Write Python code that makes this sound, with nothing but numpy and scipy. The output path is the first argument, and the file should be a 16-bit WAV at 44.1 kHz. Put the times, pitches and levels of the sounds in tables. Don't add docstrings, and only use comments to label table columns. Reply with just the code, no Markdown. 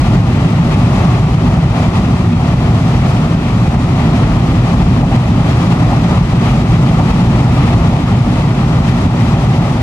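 import sys
import numpy as np
from scipy import signal
from scipy.fft import rfft, irfft, next_fast_len
from scipy.io import wavfile
from scipy.ndimage import uniform_filter1d, minimum_filter1d

SR = 44100
rng = np.random.default_rng(int(sys.argv[2]) if len(sys.argv) > 2 else 0)


def int16_out(signal):
    q = np.round(np.clip(np.atleast_2d(signal).T, -1, 1) * 32767)
    wavfile.write(sys.argv[1], SR, q.astype(np.int16))


N = 433062

# f/Hz, level/dB
YARD_SCATTER = [(100, -56), (250, -19.5), (480, -5.5), (750, -8.5), (1300, -2.5), (2000, 1.5), (3400, 3),
                (5000, 12), (12000, 27)]
# f/Hz, level/dB
RIGHT_RESPONSE = [(40, -.6), (190, 0), (300, 1.3), (520, -.8), (680, .2), (900, -2.6), (1150, -4.6),
                  (1700, -5.3), (2600, -4.2), (4500, -2), (8000, -3.2), (14000, -4.1)]
# f/Hz, level/dB
JET_SPECTRUM = [(16, -44), (40, -10), (120, 0.0), (230, -8.5), (450, -19), (750, -18), (1150, -18),
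                (1500, -27.5), (2300, -26.5), (4000, -35), (7000, -43), (11500, -54.5), (15000, -67)]
# f/Hz, width/Hz, lift/dB
DRUM_RESONANCES = [(48, 18.2, 8), (73.4, 10, 1.5), (109.2, 17.4, 4), (128.3, 7.4, 4), (168.2, 41.4, 7),
                   (238.7, 23.6, 6), (283.6, 10.3, 3.5), (375.6, 19.4, 4)]
# t/s, level/dB
RUMBLE_WAVER = [(0.0, 3.5), (0.5, -3), (1.2, -0.5), (1.6, 4), (2.15, -0.5), (3.1, -1), (4.2, 0), (5.3, 3.5),
                (5.9, -.5), (6.5, 1.5), (7.0, 2), (8.1, 2.5), (8.5, -4), (9.0, 1.5), (9.81, -3)]
# t/s, level/dB
FLOW_LEVEL = [(0.0, 1), (0.55, -1), (0.85, 0.8), (1.1, 0.7), (1.4, 0.2), (1.8, 0.5), (2.25, -1.7),
              (3.05, -0.2), (3.55, -1.4), (4.3, -0.2), (5.0, 0), (5.7, 0.9), (6.25, -0.1), (6.85, -0.4),
              (7.5, 1.8), (8.55, -1.2), (9.25, 0.5), (9.81, -0.9)]
# t/s, lift/dB, duration/s
PLUME_BILLOWS = [(0.06, 3.5, 0.065), (0.727, 3.5, 0.032), (0.98, 1.5, 0.15), (1.774, 6, 0.11),
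                 (1.962, 4.5, .08), (2.498, 2.5, 0.075), (2.911, 2.5, 0.067), (3.101, 2.5, .06),
                 (4.014, 2.5, 0.031), (4.183, 3.5, 0.057), (4.665, 3.7, 0.063), (5.201, 5, .09),
                 (5.502, 2.5, 0.076), (5.725, 4.5, .05), (6.161, 2.2, 0.073), (6.473, 4, 0.088),
                 (7.113, 2, .12), (7.692, 2.5, 0.067), (7.865, 1.2, .07), (8.367, 2.5, 0.074),
                 (8.901, 3, 0.06)]
# t/s, lift/dB, duration/s
OUTLET_CHUFFS = [(0.94, 2, .05), (1.743, 6, 0.063), (5.04, 9, 0.027), (5.727, 3.5, .04), (5.823, 5, 0.029),
                 (5.929, 6, .04), (7.005, 8, 0.028), (7.4, 5, .045), (7.475, 6, .035), (7.95, 6, 0.068),
                 (9.356, 4, 0.031), (9.66, 3, .05)]
# t/s, level/dB
BOOM_SWELL = [(0.0, -0.1), (1.9, 0.8), (2.3, -0.3), (2.55, -1), (3.2, 0), (3.6, -1.5), (4.3, 0.6),
              (4.95, 0.9), (5.7, 0.6), (6.5, -0.3), (7.3, 2), (8.7, -1.5), (9.1, 1.2), (9.81, -1)]

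ECHO_MS, ECHO_SHARE, ECHO_FROM_HZ, ECHO_LOWEST_HZ = 1.518, 0.93, 1340, 269
RUMBLE_TOP_HZ, BOOM_TOP_HZ, HISS_FROM_HZ, AIR_FROM_HZ = 85, 410, 1350, 4000
HOLLOW_HZ, HOLLOW_WIDTH_HZ = 795, 470
VENT_DB, CUTOFF_HZ = -8.5, 15700


def from_db(db):
    return 10 ** (np.asarray(db) / 20)


def at_hz(points, hz):
    known_hz, values = np.transpose(points)
    return np.interp(np.log(hz + 1e-9), np.log(known_hz), values)


def share_below(hz, edge_hz, order=6):
    return 1 / (1 + (hz / edge_hz) ** order)


def delay(hz, ms):
    return np.exp(-2j * np.pi * hz * ms / 1000)


def flutter(rms_db, corner_hz=22):
    step, settle = 40, 2000
    pole = np.exp(-2 * np.pi * corner_hz * step / SR)
    noise = rng.standard_normal(N // step + settle + 2)
    slow = signal.lfilter([1], [1, -2 * pole, pole * pole], noise)[settle:]
    slow /= np.sqrt(np.mean(slow ** 2))
    return rms_db * np.interp(np.arange(N) / step, np.arange(len(slow)), slow)


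def level_db(curve):
    times, db = np.transpose(curve)
    return np.interp(np.arange(N) / SR, times, db - np.mean(db))


def puffs(events):
    t = np.arange(N) / SR
    lift_db = sum(db * 0.5 ** np.minimum((2 * (t - peak_s) / duration) ** 2, 20)
                  for peak_s, db, duration in events)
    return lift_db - lift_db.mean()


def yard(hz, size):
    direct, scatter_left, scatter_right = rfft(rng.standard_normal((3, size)))
    scatter = from_db(at_hz(YARD_SCATTER, hz))
    short_waves = 1j * hz / (ECHO_FROM_HZ + 1j * hz) * (1 - share_below(hz, ECHO_LOWEST_HZ))
    echo = ECHO_SHARE * delay(hz, ECHO_MS) * short_waves
    left = direct + scatter * scatter_left
    right = direct * (1 + echo) * delay(hz, ms=0.12) + scatter * scatter_right
    right *= from_db(at_hz(RIGHT_RESPONSE, hz))
    return np.array([left, right]) / np.sqrt(1 + scatter ** 2)


def silencer(hz):
    lift_db = sum(db / (1 + (2 * (hz - centre) / width) ** 2) for centre, width, db in DRUM_RESONANCES)
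    return from_db(at_hz(JET_SPECTRUM, hz) + lift_db)


def vent():
    size = next_fast_len(N)
    hz = np.arange(size // 2 + 1) * SR / size
    flow = silencer(hz) * yard(hz, size)
    below = [share_below(hz, edge) for edge in (RUMBLE_TOP_HZ, BOOM_TOP_HZ, HISS_FROM_HZ, AIR_FROM_HZ)]
    rumble, boom, rush, hiss, air = np.diff(below, axis=0, prepend=0, append=1)
    hollow = np.exp(-(2 * (hz - HOLLOW_HZ) / HOLLOW_WIDTH_HZ) ** 2)
    shares = rumble, boom, rush * (1 - hollow), rush * hollow, hiss, air
    bands = np.array([irfft(flow * share, size)[:, :N] for share in shares])
    return bands / np.std(bands.sum(axis=0))


def deep_rumble(rumble):
    return rumble * from_db(level_db(RUMBLE_WAVER))


def plume(rush, hollow, hiss, air):
    billow_db = puffs(PLUME_BILLOWS)
    rush = rush * from_db(0.63 * billow_db + flutter(rms_db=1.2))
    hollow = hollow * from_db(0.63 * billow_db + puffs(OUTLET_CHUFFS) + flutter(rms_db=1))
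    hiss = hiss * from_db(0.9 * billow_db + flutter(rms_db=0.87))
    air = air * from_db(0.71 * billow_db + flutter(rms_db=0.57))
    eddies_db = flutter(rms_db=0.47, corner_hz=17)
    return (rush + hollow + hiss + air) * from_db(level_db(FLOW_LEVEL) + eddies_db)


def drum_boom(boom):
    return boom * from_db(level_db(BOOM_SWELL))


def scene():
    rumble, boom, rush, hollow, hiss, air = vent()
    return from_db(VENT_DB) * (deep_rumble(rumble) + plume(rush, hollow, hiss, air) + drum_boom(boom))


def limiter(x, ceiling=0.91, release_db_per_s=37.5, attack_s=0.00087):
    over_db = 20 * np.log10(np.maximum(np.abs(x).max(axis=0) / ceiling, 1))
    ramp = release_db_per_s * np.arange(N) / SR
    gain_db = ramp - np.maximum.accumulate(over_db + ramp)
    span = max(int(attack_s * SR), 1)
    held_db = minimum_filter1d(gain_db, 2 * span + 1)
    return x * from_db(uniform_filter1d(held_db, span))


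def record(dry):
    low_pass = signal.firwin(601, CUTOFF_HZ, window="blackman", fs=SR)
    return signal.fftconvolve(limiter(dry), low_pass[None], mode="same", axes=1)


dry = scene()
out = record(dry)
int16_out(out)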